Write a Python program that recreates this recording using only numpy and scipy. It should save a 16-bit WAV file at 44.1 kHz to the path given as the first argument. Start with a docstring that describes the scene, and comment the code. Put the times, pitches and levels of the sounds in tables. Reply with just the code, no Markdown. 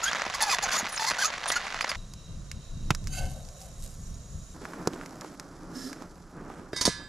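"""Coffee at a camp, in three parts

A steel hand grinder cracks beans: pitched bursts over crumb noise, with stick-slip squeaks from the burrs.
The grounds slide from the catch cup into a mug, as grain noise through cup modes, while gusts nudge the microphone.
Then a fire flutters, sizzles and snaps, and a metal pot clinks on its hanger in decaying modes and noisy chatter."""
import sys
import numpy as np
from scipy import signal
from scipy.fft import rfft, irfft, next_fast_len
from scipy.io import wavfile
from scipy.ndimage import map_coordinates

SR = 44100
rng = np.random.default_rng(int(sys.argv[2]) if len(sys.argv) > 2 else 0)


def digitize_waveform(pressure):
    """Quantize a signal to 16-bit integers and store it at the path in sys.argv[1].

    Rows of a 2-D input are taken as channels; values are limited to [-1, 1].
    """
    field = np.atleast_2d(pressure).T
    bounded = np.clip(field, -1, 1)
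    quanta = np.round(bounded * 32767).astype(np.int16)
    wavfile.write(sys.argv[1], SR, quanta)


N = 312228

# ends of grinding and of pouring: time_s
PART_ENDS_S = (1.96, 4.545)
# steel burr resonances: centre_hz, width_hz, level_db
BURR_MODES = [(1690, 19, 9), (1980, 70, 8.5), (3545, 170, 3), (4380, 290, 4.5), (4910, 89, 4),
              (5880, 39, 7), (6650, 14, 5), (9670, 100, 0.5)]
# bright edge of a small hard impact: freq_hz, gain_db
SNAP_COLOUR = [(1500, -2.5), (3500, 1), (5200, 12), (7000, 9.5), (9000, -1.5), (12000, -1), (15000, -41)]
# fine hiss, of the fire and of the rustles: freq_hz, gain_db
SIZZLE_COLOUR = [(1760, -62), (3000, -6), (4590, 0.5), (5310, 3), (7960, 0), (8500, -11), (9800, -3),
                 (11900, -11), (15500, -50)]


def amp(db):
    """Decibels to gain."""
    return np.exp(np.asarray(db) * np.log(10) / 20)


def unit(x):
    """Scaled to rms 1."""
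    return x / np.sqrt(np.mean(x ** 2) + 1e-20)


def clock(length):
    """Sample times over a length in seconds."""
    return np.arange(int(length * SR)) / SR


def during(start, end):
    """1 between two times, with 10 ms fades."""
    t = np.arange(N) / SR
    return np.clip(np.minimum(t - start, end - t) / .01 + .5, 0, 1)


def envelope(start, hold, rise_db_per_s, fall_db_per_s):
    """Gain that swells to 1 at the start time, holds, then dies away."""
    t = np.arange(N) / SR - start
    rise_db = -abs(rise_db_per_s) * np.maximum(-t, 0)
    fall_db = -abs(fall_db_per_s) * np.maximum(t - hold, 0)
    return amp(rise_db + fall_db)


def wobble(rate, size=N):
    """A smooth random curve, rate knots a second."""
    knots = rng.standard_normal(int(size * rate / SR) + 4)
    return map_coordinates(knots, [np.arange(size) * rate / SR])


def add(track, s, x):
    """Mix x into the track at time s."""
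    part = track[max(round(s * SR), 0):][:len(x)]
    part += x[:len(part)]


def colour(x, points):
    """Causal minimum-phase filter through (Hz, dB) points."""
    f, db = np.transpose(points)
    size = 4096
    gain = amp(np.interp(np.log(np.fft.rfftfreq(size, 1 / SR) + 1), np.log(f), db))
    cepstrum = irfft(np.log(np.maximum(gain, 1e-6)))
    # fold the cepstrum onto positive time
    cepstrum[1:size // 2] *= 2
    cepstrum[size // 2 + 1:] = 0
    impulse_response = irfft(np.exp(rfft(cepstrum)))
    return signal.fftconvolve(x, impulse_response)[:len(x)]


def resonate(x, peaks):
    """x through parallel (Hz, width Hz, dB) resonances."""
    size = next_fast_len(len(x) + SR // 4)
    f = np.fft.rfftfreq(size, 1 / SR)
    body = sum(amp(db) * 1j * f * w / (c * c - f * f + 1j * f * w) for c, w, db in peaks)
    return irfft(rfft(x, size) * body, size)[:len(x)]


def noise(size=N):
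    """White noise."""
    return rng.standard_normal(size)


def grains(rate, spread_db):
    """Random tiny impacts of unequal size, rms 1."""
    sizes = amp(spread_db * np.clip(noise(), -2, 2)) * np.sign(noise())
    return unit(sizes * (rng.random(N) < rate / SR))


def blow(spectrum, t60, scatter):
    """One impact with a peak near 1: a push, then a dying spray of smaller contacts."""
    t = clock(.1)
    push = colour(t == 0, spectrum)
    spray = colour(noise(len(t)) * amp(-60 * t / t60) * (t > .001), spectrum)
    return (push + scatter * spray) / np.abs(push).max()


def place(x, pan_db, wide_db):
    """Stereo: a level difference, and a shifting reflection that parts the two ports above the bass."""
    echo = colour(np.roll(x, SR // 600), [(300, -8), (2000, 0)])
    side = amp(wide_db) * echo * np.tanh(2 * wobble(15.0))
    return np.array([x * amp(pan_db / 2) + side, x * amp(-pan_db / 2) - side])


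def air():
    """Wind nudges the microphone throughout; a faint ringing hiss lies under the first two parts."""
    # breeze in each part: level_db
    breeze_db = (-54, -42, -52)
    # gusts: time_s, above_breeze_db
    gusts = [(2.38, 5), (2.85, 7.5), (3.2, 7), (4.15, 4)]
    # wind colour: freq_hz, gain_db
    buffet_colour = [(12, -35), (20, 1.5), (161, -9.5), (220, -19), (270, -26), (437, -40), (1100, -100)]
    # broad hiss colour: freq_hz, gain_db
    hiss_colour = [(240, -8), (400, -1), (540, 2), (712, 0), (804, -11.5), (1050, -2.5), (1350, -5.5),
                   (2540, -16.5), (4330, -11.5), (6710, -7), (8500, -17), (9960, -15.5), (15000, -61)]
    # narrow hiss bands, low to high: centre_hz, width_hz, level_db
    hiss_bands = [(2810, 100, -6.5), (3150, 59, -5.5), (3840, 90, 5.5), (5560, 26, 4), (5850, 44, 5),
                  (6720, 89, 7.5), (6900, 110, -5), (7520, 74, 3), (9000, 400, -8)]
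    gust_width_s = 0.17
    band_shift_db_per_s = 3  # lower bands fade while upper ones grow

    t = np.arange(N) / SR
    gust_db = sum(db * np.exp(-((t - s) / gust_width_s) ** 2) for s, db in gusts)
    wind_db = np.array(breeze_db)[np.searchsorted(PART_ENDS_S, t)] + gust_db
    flutter_db = 2.6 * wobble(14) + 1.2 * wobble(4)
    wind = unit(colour(noise(), buffet_colour) * amp(flutter_db)) * amp(wind_db)

    low_bands = unit(resonate(noise(), hiss_bands[:4]))
    low_bands *= amp(-63.0 - band_shift_db_per_s * (t - 3) + 1.8 * wobble(12))
    high_bands = unit(resonate(noise(), hiss_bands[4:]))
    high_bands *= amp(-58.0 + band_shift_db_per_s * (t - 4.0) + 0.82 * wobble(9.8))
    hiss = amp(-57.5) * unit(colour(noise(), hiss_colour)) + low_bands + high_bands
    hiss *= during(-1, PART_ENDS_S[1])
    return place(wind, pan_db=0, wide_db=-3.5) + place(hiss, pan_db=-1.0, wide_db=-4.5)


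def fire():
    """Flames flutter and surge under a fine sizzle; small crackles come in clumps."""
    # flame roar: freq_hz, gain_db
    flame_colour = [(59, -34), (100, -15), (172, 4), (213, -4.5), (290, 1.5), (440, -8), (881, -12.5),
                    (1360, -11.5), (2230, -28), (4000, -46), (8800, -110)]
    # crackles: freq_hz, gain_db
    wood_colour = [(200, -13), (600, 5), (1400, -4), (2500, -12), (4000, -27), (9000, -23)]
    flame_start_db, flame_fall_db_per_s = -45, 2
    sizzle_start_db, sizzle_fall_db_per_s = -57.5, 4  # dies down as the pot leaves the fire
    crackle_above_sizzle_db = 2

    t = np.arange(N) / SR - PART_ENDS_S[1]
    sizzle_db = sizzle_start_db - sizzle_fall_db_per_s * t + 0.24 * wobble(5.7)
    flutter_db = 1.7 * wobble(25) + 2.1 * wobble(7)
    flame_db = flame_start_db - flame_fall_db_per_s * t + flutter_db
    flame = unit(colour(noise(), flame_colour)) * amp(flame_db)
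    sizzle_source = noise() + 0.67 * grains(rate=170, spread_db=-5)
    sizzle = unit(colour(sizzle_source, SIZZLE_COLOUR)) * amp(sizzle_db)
    clumps = amp(4.9 * np.tanh(wobble(4.3)))
    snaps = unit(colour(grains(rate=90, spread_db=0.5) * clumps, wood_colour))
    crackle = amp(sizzle_db + crackle_above_sizzle_db) * snaps
    return (flame + sizzle + crackle) * during(PART_ENDS_S[1], 8)


def rustles():
    """Short gritty rustles swell and fade, each with its own share of body and hiss."""
    # rustles beside the fire: start_s, hold_s, body_db, hiss_db
    strokes = [(4.62, 0.14, -47.5, -62.5), (4.925, 0.1, -47, -63), (5.25, 0.023, -48, -58.5),
               (5.918, 0.11, -49.5, -67), (6.494, 0.099, -48, -64)]
    # rustle body: freq_hz, gain_db
    body_colour = [(80, -12), (300, 12), (600, 0), (1600, -4.5), (2600, -14.5), (6000, -33)]
    rise_db_per_s, fall_db_per_s = 500, 211

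    body, hiss = np.zeros(N), np.zeros(N)
    for s, hold, body_db, hiss_db in strokes:
        swell = envelope(s, hold, rise_db_per_s, fall_db_per_s)
        body += amp(body_db) * swell
        hiss += amp(hiss_db) * swell
    grit = grains(rate=1500, spread_db=5)
    return body * unit(colour(grit, body_colour)) + hiss * unit(colour(grit + noise(), SIZZLE_COLOUR))


def scrape():
    """A hissing rub: dense grains stir a faint metallic ring."""
    # scrapes: start_s, hold_s, level_db
    strokes = [(5.768, 0.12, -40), (6.017, 0.013, -55)]
    # metallic ring: centre_hz, width_hz, level_db
    ring_modes = [(261, 25, 8), (1330, 110, -14), (1690, 83, -12.5), (4140, 200, -24), (4800, 70, -12),
                  (5330, 40, -4.5), (6100, 210, -16), (7040, 90, -13.5)]
    # rub hiss: freq_hz, gain_db
    hiss_colour = [(200, -15), (300, -4), (500, -22), (1800, -16), (2800, -4), (5500, 1), (8500, -17),
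                   (12000, -5), (15000, -47)]
    rise_db_per_s, fall_db_per_s = 350, 229

    level = sum(amp(db) * envelope(s, hold, rise_db_per_s, fall_db_per_s) for s, hold, db in strokes)
    rub = grains(rate=4400, spread_db=0)
    sound = unit(resonate(rub, ring_modes)) + 0.22 * unit(colour(rub, hiss_colour))
    return level * unit(sound)


def pot():
    """Each contact chatters unevenly; the hanger rings briefly, the pot sings on in wavering tones."""
    # pot against hanger: start_s, pot_ring_db, hanger_ring_db, clash_db, chatter_t60_s
    clinks = [(6.73, -47, -53, -45, 0.17), (6.761, -52, -37, -28, 0.28), (6.81, -54, -40, -18.5, 0.13),
              (6.8523, -44.5, -47, -13.5, 0.055), (6.863, -56, -43, -21, 0.1)]
    # pot modes: freq_hz, level_db
    pot_modes = [(1577, -5), (1701, -0.5), (1992, -11), (2700, -17), (3176, -11), (3690, -3), (4011, -10),
                 (4440, -15), (4856, -1.5), (5658, -15), (6799, -19), (7660, -12), (8861, -22), (9631, -25)]
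    # hanger modes: freq_hz, level_db
    hanger_modes = [(1605, -4), (1996, -1), (2200, -6), (3735, 1.5), (4650, -4), (4870, -13), (5050, -6),
                    (5150, -2), (9900, -14), (10330, -11)]
    # clash colour: freq_hz, gain_db
    clash_colour = [(290, -10.5), (500, -8.5), (745, -13), (1170, -20), (2020, -16.5), (2960, -21.5),
                    (3450, -13), (6030, -10.5), (6960, -16), (9790, -18), (15000, -53)]
    # pot resonances stirred by the chatter: centre_hz, width_hz, level_db
    body_modes = [(983, 80, 3.5), (3700, 56, -6), (4560, 90, 4.5), (5400, 140, 2.5), (6080, 110, 4),
                  (8670, 69, 1)]
    pot_t60_s, hanger_t60_s = 1.2, 0.24
    wall_t60_s = 0.41  # at 4000 Hz

    out, t = np.zeros(N), clock(0.36)

    def waver(db, rate):
        return amp(db * np.tanh(wobble(rate, len(t))))

    def ring(modes, t60):
        tones = sum(amp(db) * waver(4, 55) * np.sin(2 * np.pi * (hz * t + rng.random())) for hz, db in modes)
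        return amp(-60 * t / t60) * tones

    # crowd of weak modes of the thin wall; higher ones die sooner
    wall_hz = rng.uniform(900, 12000, (380, 1))
    wall_fade = amp(-60 * t / (wall_t60_s * (4000 / wall_hz) ** 0.39))
    wall_tones = np.sin(2 * np.pi * (wall_hz * t + rng.random(wall_hz.shape)))
    wall = (wall_fade * wall_tones).sum(axis=0)
    shimmer = amp(-28.0) * unit(colour(wall, clash_colour))
    for s, pot_db, hanger_db, clash_db, chatter_t60 in clinks:
        tones = amp(pot_db) * ring(pot_modes, pot_t60_s) + amp(hanger_db) * ring(hanger_modes, hanger_t60_s)
        contacts = noise(len(t)) * amp(-60 * t / chatter_t60) * waver(4, 300)
        chatter = amp(-22.5) * unit(colour(contacts, clash_colour))
        chatter += amp(-23) * unit(resonate(contacts, body_modes))
        onset = 1 - np.exp(-t / 0.0012)
        add(out, s, (tones + amp(clash_db) * (chatter + shimmer)) * onset)
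    return out


def bumps():
    """Soft, heavy contacts: a low push that rings for a cycle or two."""
    # dull bumps of hands and loads: time_s, peak_db, pitch_hz
    contacts = [(0.266, -19.5, 725), (0.829, -30, 189), (2.907, -15.5, 156), (4.874, -11.5, 340),
                (4.936, -28.5, 288), (6.733, -21, 330), (6.878, -12, 413), (6.881, -18.5, 167)]
    out = np.zeros(N)
    for s, db, hz in contacts:
        body = [(hz / 10, -22), (hz / 1.43, -3), (hz, 0), (hz * 1.31, -5), (hz * 3, -22), (hz * 9, -50)]
        add(out, s, amp(db) * blow(body, t60=0.041, scatter=0.058))
    return out


def knocks():
    """Short dry impacts: a woody middle under a bright snap."""
    # knocks of the cups, snaps of firewood, and the body of the pot's first clink (last row): time_s,
    # body_peak_db, pitch_hz, edge_peak_db
    impacts = [(2.1366, -44.5, 1030, -28), (2.5151, -28.5, 2230, -21.5), (2.9054, -11, 1100, -14.5),
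               (2.907, -11.5, 2430, -15.5), (2.9489, -28.5, 1330, -17), (3.0717, -33.5, 1620, -21.5),
               (3.615, -54, 1500, -32), (3.8634, -57, 1030, -36), (4.6534, -24, 1370, -38),
               (4.7347, -28.5, 1140, -40), (4.8733, -20, 1040, -12), (4.934, -33, 2700, -34),
               (5.0123, -28, 1490, -48), (5.035, -35, 1300, -44), (5.0602, -35, 2060, -29.5),
               (5.2105, -36.5, 2500, -26), (5.219, -30, 1100, -46), (5.2467, -29, 790, -44),
               (5.3978, -30.5, 1310, -22), (5.9298, -31, 1600, -27.5), (6.022, -30.5, 910, -38),
               (6.501, -31.5, 774, -54), (6.732, -27, 1430, -51)]
    out = np.zeros(N)
    for s, db, hz, edge_db in impacts:
        body = [(hz / 7, -22), (hz / 1.6, -8), (hz, 0), (hz * 1.35, -4), (hz * 2.3, -22), (12000, -42)]
        add(out, s, amp(db) * blow(body, t60=0.038, scatter=0.061))
        add(out, s + 0.0006, amp(edge_db) * blow(SNAP_COLOUR, t60=0.022, scatter=0.086))
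    return out


def air_column(rubbing):
    """The cup's modes flutter as the heap shifts, and swell one after another from the top down."""
    # catch cup air column: centre_hz, width_hz, level_db
    cup_modes = [(747, 25, 7.5), (1535, 23, 6), (2147, 40, -2.5), (2680, 110, -4), (3017, 27, -0.5),
                 (3940, 90, -8.5), (4580, 55, 0), (6380, 48, 1.5), (7180, 47, -1), (9000, 93, -9)]
    middle_hz, lag_s_per_octave = 2900, 0.016
    flutter_db = 2.5

    rub = grains(rate=4600, spread_db=12.5)
    modes = np.array([resonate(rub, [mode]) for mode in cup_modes])
    modes /= modes.sum(axis=0).std()
    lags = [round(SR * lag_s_per_octave * np.log2(middle_hz / hz)) for hz, width, db in cup_modes]
    swelling = sum(mode * np.roll(rubbing, lag) for mode, lag in zip(modes, lags))
    return swelling * amp(flutter_db * np.tanh(wobble(60)))


def pour():
    """Grounds rub the catch cup, sounding its air column, and patter into the mug; coarse bits tick."""
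    # grounds slipping out of the cup: start_s, hold_s, level_db, column_above_level_db
    slides = [(3.139, 0.053, -52, 12.5), (3.286, 0.017, -63, -3), (3.607, 0.011, -57.5, -6),
              (3.835, 0.011, -53.5, -20)]
    # heaps landing in the mug: time_s, level_db, fall_db_per_s
    heaps = [(3.24, -42.5, 300), (3.36, -50.5, 55), (3.61, -56, 44)]
    # coarse bits striking the steel: time_s, peak_db
    coarse_bits = [(3.042, -33), (3.08, -30), (3.255, -31), (3.451, -36), (3.488, -32), (3.833, -38),
                   (4.143, -39)]
    slide_rise_db_per_s, slide_fall_db_per_s = 398, 145
    heap_rise_db_per_s = 230
    dribble_s, dribble_hold_s, dribble_db = 3.1, 1, -68.5  # loose grounds keep running over the rim

    flow = amp(dribble_db) * envelope(dribble_s, dribble_hold_s, slide_rise_db_per_s, slide_fall_db_per_s)
    rubbing, ticks = np.zeros(N), np.zeros(N)
    for s, hold, db, column_db in slides:
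        slide = amp(db) * envelope(s, hold, slide_rise_db_per_s, slide_fall_db_per_s)
        flow += slide
        rubbing += amp(column_db) * slide
    for s, db in coarse_bits:
        add(ticks, s, amp(db) * blow(SNAP_COLOUR, t60=0.018, scatter=0.12))
    landing = sum(amp(db) * envelope(s, 0, heap_rise_db_per_s, fall) for s, db, fall in heaps)
    trickle_colour = [(2500, -7.5), (7000, 5.5), (12000, 2.0), (15000, -36)]
    trickle = amp(2.5) * unit(colour(grains(rate=900, spread_db=5.0), trickle_colour))
    mug_colour = [(300, -58), (530, 4), (770, -1.5), (980, -25), (3000, -36.0)]
    mug = unit(colour(grains(rate=570, spread_db=3.0), mug_colour))
    return (air_column(rubbing) + flow * trickle + landing * mug + ticks) * during(*PART_ENDS_S)


def squeaks():
    """The burrs stick and slip at a gliding, unsteady rate; each slip rasps and rings the steel."""
    # burr rubbing on burr: start_s, length_s, first_slip_hz, last_slip_hz, tone_db, rasp_db
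    rubs = [(0.026, 0.029, 1330, 1450, -33.5, -38), (0.034, 0.025, 7100, 6576, -46, -27.5),
            (0.054, 0.046, 1480, 1690, -28, -38), (0.074, 0.028, 3150, 3540, -32.5, -51),
            (0.339, 0.024, 983, 1165, -35, -31), (0.405, 0.042, 892.5, 858, -26.5, -25),
            (0.406, 0.029, 10500, 10500, -32.5, -48), (0.461, 0.041, 876, 773, -31.5, -37),
            (0.494, 0.045, 2450, 2435, -34.5, -31.5), (0.513, 0.043, 1432, 728, -28.5, -27.5),
            (0.623, 0.029, 919, 720, -29.5, -31), (0.626, 0.031, 7040, 6130, -35, -37),
            (0.678, 0.022, 1445, 1620, -30.5, -39), (0.714, 0.032, 1575, 1450, -34, -31),
            (0.734, 0.043, 938, 1334, -31.5, -29.5), (0.776, 0.03, 6760, 6550, -50, -29.5),
            (0.884, 0.023, 12000, 9800, -49, -41), (0.916, 0.045, 10200, 8560, -43, -45),
            (0.957, 0.015, 7600, 6300, -41, -36), (0.976, 0.01, 5330, 5140, -28.5, -34),
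            (0.993, 0.067, 891, 885, -30, -33), (1.063, 0.047, 988, 1086, -33.5, -27.5),
            (1.107, 0.017, 4880, 4800, -39, -40), (1.182, 0.033, 1427, 1630, -31.5, -31.5),
            (1.211, 0.027, 1720, 1447, -26.5, -28), (1.233, 0.035, 1167, 1330, -30.5, -26.5),
            (1.243, 0.041, 6650, 6580, -32.5, -51), (1.476, 0.029, 9560, 9280, -35, -32.5),
            (1.515, 0.016, 1866, 2060, -57, -24), (1.542, 0.034, 6750, 6700, -39, -48),
            (1.555, 0.025, 1410, 1430, -27, -33.5), (1.804, 0.024, 4150, 5170, -52, -34),
            (1.891, 0.015, 5070, 4510, -56, -26)]
    # rasp colour: freq_hz, gain_db
    rasp_colour = [(300, -35), (900, 15.5), (2000, 0), (3000, -8), (5000, 6), (7000, 8.5), (8600, -8),
                   (10200, -4.5), (12500, -13), (15500, -36.5)]
    attack_s, release_s = 0.0025, 0.0095
    jitter_share, drift_share = 0.027, 0.011  # fast and slow unsteadiness of the slip rate
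    scatter_cycles = 0.05  # single slips come early or late
    force_noise = 0.35  # hiss beside the slips' rms of 1
    overtone_top_hz = 10000

    tone, rasp = np.zeros(N), np.zeros(N)
    for s, length, first_hz, last_hz, tone_db, rasp_db in rubs:
        t = clock(length + .04)
        size = len(t)
        glide_hz = np.interp(t, [0, length], [first_hz, last_hz])
        hz = glide_hz * (1 + jitter_share * wobble(900, size) + drift_share * wobble(140, size))
        phase = 2 * np.pi * np.cumsum(hz) / SR
        swell = 1 - np.exp(-t / attack_s)
        swell *= np.exp(-np.maximum(t - length + release_s, 0) / release_s)

        # each overtone comes and goes on its own
        partials = np.zeros(size)
        for k in range(1, 4):
            partial_db = -10.5 * np.log2(k) + 5 * np.tanh(wobble(170, size))
            partials += amp(partial_db) * np.sin(k * phase) * (k * hz < overtone_top_hz)
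        add(tone, s, amp(tone_db) * swell * unit(partials))

        slip_count = np.floor(phase / (2 * np.pi) + scatter_cycles * wobble(first_hz, size))
        slips = np.diff(slip_count, prepend=0) * amp(5 * np.tanh(noise(size)))
        force = unit(slips - slips.mean()) + force_noise * noise(size)
        # the point of contact moves, so each squeak favours other modes
        steel = resonate(force, [(c, w, db + rng.normal(0, 3)) for c, w, db in BURR_MODES])
        grip = unit(amp(3.2 * np.tanh(wobble(260, size))))
        scraping = unit(unit(colour(force, rasp_colour)) + 0.9 * unit(steel))
        add(rasp, s, amp(rasp_db) * swell * grip * scraping)
    return tone + rasp


def fractures(s, db, hz):
    """Brittle cracks: each rings for a cycle or two at its own pitch, under a bright edge."""
    # what the casing lets through: freq_hz, gain_db
    casing_colour = [(100, -10.5), (400, -9), (800, -6), (7000, 1.5), (8500, -7), (15000, -25)]
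    rise_cycles = 0.42
    edge_db = -5.5  # re the body of the crack

    t = clock(.008)
    edge_hz = rng.uniform(3100, 7400, len(s))
    cycles = np.array([hz, edge_hz])[:, :, None] * t
    swell = cycles / rise_cycles * np.exp(1 - cycles / rise_cycles)
    body, edge = np.sin(2 * np.pi * cycles) * swell
    waves = (amp(db) * np.sign(noise(len(s))))[:, None] * (body + amp(edge_db) * edge)
    at = np.round(s * SR).astype(int)[:, None] + np.arange(len(t))
    cracks = np.bincount(at.ravel(), waves.ravel(), N)[:N]
    return colour(cracks, casing_colour)


def crunch():
    """Chips crack in clumps over a bed of fine crumbs; now and then a whole bean splits and crumbles."""
    # beans that split, levels ahead of the casing: time_s, level_db, pitch_hz
    beans = [(0.1318, -9, 1540), (0.149, -15.5, 1200), (0.169, -16, 1750), (0.2197, -11.5, 1610),
             (0.24, -22, 1110), (0.266, -20, 1280), (0.2994, -16, 2100), (0.3387, -15, 1430),
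             (0.4108, -14.5, 1720), (0.4953, -12, 2320), (0.5857, -11, 1690), (0.59, -13.5, 900),
             (0.706, -14, 1450), (1.1097, -9.5, 1690), (1.1156, -10, 1420), (1.1466, -19, 1940),
             (1.2862, -21.5, 1170), (1.338, -17, 1390), (1.3808, -19.5, 1980), (1.4583, -13.5, 1050),
             (1.4643, -14.5, 1460), (1.5027, -8, 1430), (1.615, -21, 1960), (1.6413, -22, 890),
             (1.669, -22, 2000), (1.7253, -22, 1200), (1.7446, -16.5, 1390), (1.8097, -10, 1980),
             (1.8445, -12, 950), (1.846, -16, 1510), (1.879, -18, 1290), (1.9163, -13.5, 2110)]
    # load of beans on the burrs: time_s, relative_level_db
    load = [(0, -35), (0.14, -32), (0.205, -36), (0.25, -35), (0.31, -37.5), (0.5, -32), (0.575, -38),
            (0.7, -30.5), (0.85, -33), (0.9, -41.5), (1.0, -36.5), (1.17, -33.5), (1.41, -37.5),
            (1.6, -33.5), (1.7, -36.5), (1.93, -35.5)]
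    # crumb colour: freq_hz, gain_db
    hopper_colour = [(70, -32), (200, -5), (370, -16), (541, -4), (727, 0.5), (861, -7.5), (1040, 0),
                     (1960, -2), (2810, -5), (6660, -16.5), (8580, -29), (9950, -25), (15500, -48)]
    crank_stop_s, crank_stop_db_per_s = 1.933, 144
    chips_per_s, chip_hz, chip_spread_octaves, chip_spread_db = 330, 1450, 0.44, 2
    clump_db, clumps_per_s = 3, 110
    crumble_db = -3.5  # trail of crumbs, re its bean

    grind_s = PART_ENDS_S[0]
    load_db = np.interp(np.arange(N) / SR, *np.transpose(load))
    when, chance, pitch = rng.random((int(chips_per_s * grind_s), 3)).T
    sizes_db = chip_spread_db * np.minimum(-np.log(1 - chance), 2.5)
    pitches_hz = chip_hz * 2 ** (chip_spread_octaves * (4 * pitch - 2))
    chips = fractures(when * grind_s, sizes_db, pitches_hz)
    chips = unit(chips) + 0.34 * unit(resonate(chips, BURR_MODES))  # every crack rings the burrs a little
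    chips /= chips[:int(grind_s * SR)].std()
    crumbs = unit(colour(grains(rate=2500, spread_db=0), hopper_colour))
    clumps = unit(amp(clump_db * np.tanh(2 * wobble(clumps_per_s))))
    cranking = envelope(0, crank_stop_s, 0, crank_stop_db_per_s) * during(-1, grind_s)
    out = (chips + .8 * crumbs) * clumps * amp(load_db - 2.5) * cranking
    t = clock(.05)
    for s, db, hz in beans:
        trail = noise(len(t)) * amp(-60 * t / 0.026)
        add(out, s, amp(db + crumble_db) * colour(trail, hopper_colour))
    return out + fractures(*np.transpose(beans))


def scene():
    """Air, camp, cups and grinder, each with its own pan and width."""
    camp = place(fire() + rustles(), pan_db=-1, wide_db=-10)
    camp += place(pot() + scrape(), pan_db=-3.5, wide_db=-14)
    cups = place(knocks() + bumps(), pan_db=-1.5, wide_db=-13) + place(pour(), pan_db=-1.5, wide_db=-13)
    grinder = place(crunch() + squeaks(), pan_db=0.0, wide_db=-11.0)
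    return air() + camp + cups + grinder


def record(dry):
    """Sound reaches the right port slightly first; the ports differ in colour and share a band limit."""
    # mismatch of the microphone ports: freq_hz, left_minus_right_db
    port_mismatch = [(1000, -0.5), (4000, -3), (9000, 1.5), (13000, 1.5)]
    top_hz = 14900
    lag_samples = .4  # left behind right

    size = next_fast_len(N + SR // 4)
    f = np.fft.rfftfreq(size, 1 / SR)
    sides = np.array([[1], [-1]])
    lag = np.exp(-1j * np.pi * f / SR * lag_samples * sides)
    balance = amp(sides * np.interp(f, *np.transpose(port_mismatch)) / 2)
    return irfft(rfft(dry, size) * lag * balance * (f < top_hz), size)[:, :N]


dry = scene()
out = record(dry)
digitize_waveform(out)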